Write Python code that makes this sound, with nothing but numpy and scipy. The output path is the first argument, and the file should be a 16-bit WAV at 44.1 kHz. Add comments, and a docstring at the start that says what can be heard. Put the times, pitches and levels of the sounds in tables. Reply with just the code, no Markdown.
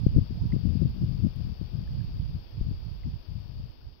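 """Gusts on a glacial lake

Light gusts buffet the two ports of a small camera's microphone out on a calm glacial lake.
Each port has its own rumble of shaped noise that reaches higher as the gust grows; hard pops hit the left.
Underneath lie a soft hiss of distant water (noise), drips (short rising tones) and ticks (treble
noise bursts) of melting ice, and a faint whistle (a gliding sine)."""
import sys
import numpy as np
from scipy import signal
from scipy.io import wavfile
from scipy.ndimage import uniform_filter1d

SR = 44100
rng = np.random.default_rng(int(sys.argv[2]) if len(sys.argv) > 2 else 0)


def invert_db(x):
    """Field ratio 10**(x/20) for x, a level in decibels (scalar or array-like)."""
    u = np.asarray(x, float) / 20
    return 10 ** u


def wav_record(signal):
    """Record a signal, one row per channel, as 16-bit PCM in the file named by sys.argv[1]."""
    frames = np.transpose(np.atleast_2d(signal))
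    bounded = np.clip(frames, -1, 1)
    # unit amplitude maps onto the largest positive 16-bit level
    quanta = np.round(bounded * 32767).astype(np.int16)
    wavfile.write(sys.argv[1], SR, quanta)


N = 176400  # length in samples: 4 s

# hiss of distant water as each port colours it: pitch_hz, left_db_per_hz, right_db_per_hz
WATER_COLOUR = [(250, -81.5, -82), (520, -88, -90), (1000, -93, -96), (1310, -96.5, -102),
                (2120, -101, -103), (2450, -94.5, -106), (3710, -93, -110), (4000, -102, -113),
                (4548, -86.5, -111), (5010, -89, -115), (6033, -110, -125), (6540, -131, -132),
                (9900, -131, -130), (10670, -126, -123), (11870, -115, -112), (15800, -112, -110)]
# slow change in hiss level, fading at the end: time_s, change_db
WATER_FADE = [(0, 1), (2.3, 0), (3.7, -2.5), (4.0, -6.5)]
# path of the faint whistle: time_s, pitch_hz, level_db (peak, before panning)
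WHISTLE_PATH = [(.36, 377, -58), (.415, 950, -62), (.45, 943, -67), (.55, 1005, -70)]
# ticks of melting ice: start_s, level_db (burst rms before its envelope and panning), centre_hz
ICE_TICKS = [(.897, -61, 14200), (1.3595, -60.5, 12100), (2.849, -65, 14500)]
# drips of melting ice: start_s, level_db (peak before panning), pitch_hz (at the loudest moment)
ICE_DRIPS = [(0.522, -45.5, 2010), (1.873, -56.5, 1640), (2.005, -56.5, 1680), (3.034, -56, 2030),
             (3.257, -69, 1460), (3.812, -66, 1490)]
# single hard eddies on the left port: start_s, level_db (scale of the swing before rounding), pitch_hz
HARD_EDDIES = [(0.064, -1, 150), (.161, -4.5, 90), (.563, -12.5, 245), (1.613, -17, 174),
               (2.608, -14.5, 63.4)]
# buffeting at each port, before lumps and band limits: time_s, level_db
LEFT_GUSTS = [(0.0, -46), (0.13, -29), (0.18, -14), (0.28, -39), (0.31, -26), (0.38, -45), (0.44, -27.5),
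              (0.49, -37.5), (0.54, -19), (0.61, -29.5), (0.66, -21), (0.78, -23.5), (0.82, -19),
              (0.88, -23), (0.92, -36), (1.03, -20.5), (1.075, -28), (1.11, -21.5), (1.18, -28.5),
              (1.25, -17.5), (1.34, -40.5), (1.37, -27), (1.51, -28.5), (1.56, -42.5), (1.62, -26.5),
              (1.71, -40.5), (1.74, -26), (1.82, -30), (1.86, -34.5), (1.97, -34.5), (2.02, -49),
              (2.09, -31.5), (2.22, -33), (2.24, -40.5), (2.36, -28.5), (2.46, -53), (2.58, -40),
              (2.61, -29), (2.64, -31), (2.71, -27.5), (2.87, -53.5), (2.95, -44.5), (3.04, -37.5),
              (3.07, -23), (3.12, -44), (3.21, -38), (3.25, -59), (3.29, -33.5), (3.36, -29), (3.41, -36.5),
              (3.66, -34.5), (3.73, -63), (3.84, -42.5), (3.99, -70)]
RIGHT_GUSTS = [(0.0, -26), (0.18, -25.5), (0.28, -45.5), (0.35, -29), (0.44, -22.5), (0.67, -49.5),
               (0.82, -42), (0.9, -23), (0.97, -47.5), (1.04, -24.5), (1.1, -49), (1.23, -33), (1.36, -49),
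               (1.46, -36.5), (1.62, -49.5), (1.99, -25), (2.14, -35.5), (2.22, -25.5), (2.38, -36.5),
               (2.45, -44), (2.53, -40.5), (2.58, -28), (2.64, -39.5), (2.73, -33.5), (2.79, -36),
               (2.88, -29), (3.01, -38.5), (3.15, -29), (3.26, -60.5), (3.33, -42), (3.52, -53), (3.6, -30),
               (3.64, -58), (3.7, -34.5), (3.76, -55.5), (3.88, -34), (3.99, -57.5)]
# shape of the eddy spectrum in a strong gust, before it slides: pitch_hz, relative_db_per_hz
EDDY_SPECTRUM = [(15, -4.5), (40, -15.5), (100, 3.5), (200, -4), (350, -24), (550, -36.5), (800, -52),
                 (1200, -67)]


def evened(x):
    """Scales to an rms of 1."""
    return x / np.sqrt(np.mean(x ** 2) + 1e-20)


def curve(points, t):
    """Reads (time, value) rows at times t, in straight lines."""
    return np.interp(t, *np.transpose(points))


def smooth(x, size, axis=-1):
    """Two moving averages in a row."""
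    size = max(int(size), 1)
    once = uniform_filter1d(x, size, axis)
    return uniform_filter1d(once, size, axis)


def spectrum_at(hz, points_hz, points_db):
    """Reads a spectrum in dB along a logarithmic pitch axis."""
    return np.interp(np.log(hz + 1), np.log(points_hz + 1), points_db)


def noise(gain, size, hop):
    """Noise whose short-time spectra (frames x bins) have the given gain."""
    z = rng.standard_normal(gain.shape) + 1j * rng.standard_normal(gain.shape)
    _, x = signal.istft((z * gain).T, nperseg=size, noverlap=size - hop)
    return x[:N]


def add(mix, start_s, sound, pan_db):
    """Mixes a short sound in; pan_db is how far left stands above right."""
    part = mix[:, round(start_s * SR):][:, :len(sound)]
    sides = invert_db([[pan_db / 2], [-pan_db / 2]])[:len(mix)]
    part += sound[:part.shape[1]] * sides


def distant_water(size=512, hop=128):
    """Smooth wash: independent noise at each port, with faint patches drifting in time and pitch."""
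    patch_db = 0.23  # rms
    t = np.arange(N // hop + 5) * hop / SR
    hz = np.fft.rfftfreq(size, 1 / SR)
    points_hz, *ports = np.transpose(WATER_COLOUR)
    fade_db = curve(WATER_FADE, t)[:, None]
    out = []
    for port_db in ports:
        grain = rng.standard_normal((len(t), len(hz)))
        patches = evened(smooth(smooth(grain, 24, 0), 3, 1))
        field_db = spectrum_at(hz, points_hz, port_db) + patch_db * patches
        # white noise sets the scale, so that 0 dB is unit power per Hz
        white = noise(np.ones(field_db.shape), size, hop)
        scale = np.sqrt(SR / 2) / np.std(white)
        out.append(scale * noise(invert_db(field_db + fade_db), size, hop))
    return np.array(out)


def whistle(points):
    """A thin sine whose pitch and level glide from point to point."""
    time_s, pitch_hz, level_db = np.transpose(points)
    t = np.arange(time_s[0], time_s[-1], 1 / SR)
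    phase = 2 * np.pi * np.cumsum(np.interp(t, time_s, pitch_hz)) / SR
    return invert_db(np.interp(t, time_s, level_db)) * np.sin(phase)


def ice_tick(level_db, centre_hz):
    """A very short noise burst: two low noises shifted up around a treble pitch, dying exponentially."""
    attack_s, decay_s, width_hz = .0005, .003, 2500
    t = np.arange(0, 5 * decay_s, 1 / SR)
    b, a = signal.butter(2, width_hz / 2, fs=SR)
    low = signal.lfilter(b, a, rng.standard_normal((2, 1500)))[:, -len(t):]
    phase = 2 * np.pi * centre_hz * t
    burst = low[0] * np.cos(phase) + low[1] * np.sin(phase)
    envelope = np.minimum(t / attack_s, 1) * np.exp(-t / decay_s)
    return invert_db(level_db) * evened(burst) * envelope


def ice_drip(level_db, pitch_hz):
    """A small bubble: a few unsteady cycles that swell, rise a little in pitch and die."""
    cycles, glide, wobble_rad = 8, .02, .07  # the wobble is a phase step per sample, before smoothing
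    u = np.arange(0, 3 * cycles, pitch_hz / SR) / cycles  # time in units of 8 cycles
    wobble = wobble_rad * np.cumsum(smooth(rng.standard_normal(SR // 20), 17)[:len(u)])
    envelope = (np.e * 2 * u * np.exp(-2 * u)) ** 1.27  # peaks at 1 when u is 0.5
    phase = 2 * np.pi * cycles * u * (1 + glide * (u - 1))
    return invert_db(level_db) * envelope * np.sin(wobble + phase)


def pop(level_db, pitch_hz):
    """A hard eddy: a quick drop of pressure, then a slower swing up, with rounded edges."""
    decay_cycles, onset_cycles, round_s = .9, 0.095, .0011
    u = np.arange(-.2, 3, pitch_hz / SR).clip(0)  # time in cycles, after a short silence
    envelope = np.exp(-(u / decay_cycles) ** 2) * np.minimum(u / onset_cycles, 1)
    swing = envelope * np.sin(2 * np.pi * u ** 0.5)  # the root makes each half swing slower
    return -invert_db(level_db) * smooth(swing, round_s * SR)


def wind(gusts, shift_oct, size=1024, hop=128):
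    """Lumpy low turbulence at one port; the eddy spectrum slides up as the gust strengthens."""
    strong_db, slide_oct_per_db = -20, 0.0554  # the spectrum stands as tabled at strong_db
    lump_db, lump_s = 2.3, .007
    steady, steady_s = .7, .03  # share of the noise's own level swings taken out, and over how long
    t = np.arange(N // hop + 9) * hop / SR
    hz = np.fft.rfftfreq(size, 1 / SR)
    lumps = evened(smooth(rng.standard_normal(len(t)), lump_s * SR / hop))
    level_db = curve(gusts, t) + lump_db * lumps

    slide = 2 ** (shift_oct + slide_oct_per_db * (level_db - strong_db))
    points_hz, points_db = np.transpose(EDDY_SPECTRUM)
    gain = invert_db(spectrum_at(hz[None] / slide[:, None], points_hz, points_db))
    gain = gain / np.linalg.norm(gain, axis=1, keepdims=True)  # the same power in every frame
    rumble = evened(noise(gain, size, hop))
    power = smooth(rumble ** 2, steady_s * SR) + 0.001
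    rumble = evened(rumble / power ** (steady / 2))

    rumble = rumble * invert_db(np.interp(np.arange(N) / SR, t, level_db))
    band = signal.butter(2, [23, 850], "band", fs=SR, output="sos")
    return signal.sosfiltfilt(band, rumble)


def scene():
    """Layers water, whistle, ticks, drips and pops with the wind at each port."""
    mix = distant_water()
    add(mix, WHISTLE_PATH[0][0], whistle(WHISTLE_PATH), 2)
    for start_s, level_db, centre_hz in ICE_TICKS:
        add(mix, start_s, ice_tick(level_db, centre_hz), -3)
    for start_s, level_db, pitch_hz in ICE_DRIPS:
        add(mix, start_s, ice_drip(level_db, pitch_hz), 2)
    for start_s, level_db, pitch_hz in HARD_EDDIES:
        add(mix[:1], start_s, pop(level_db, pitch_hz), 0)  # left port only
    # the right port's spectrum sits a fifth of an octave lower
    return mix + np.array([wind(LEFT_GUSTS, 0), wind(RIGHT_GUSTS, -0.2)])


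def top_cut(x):
    """Nothing passes above the cut-off."""
    return signal.sosfilt(signal.butter(12, 16790, fs=SR, output="sos"), x)


def record(dry):
    """Cuts the treble above a steep edge at 15780 Hz and returns the finished sound."""
    lowpass = signal.firwin(1023, 15780, window=("kaiser", 10), fs=SR)
    mix = signal.oaconvolve(dry, lowpass[None], "same")
    return top_cut(mix)


dry = scene()
out = record(dry)
wav_record(out)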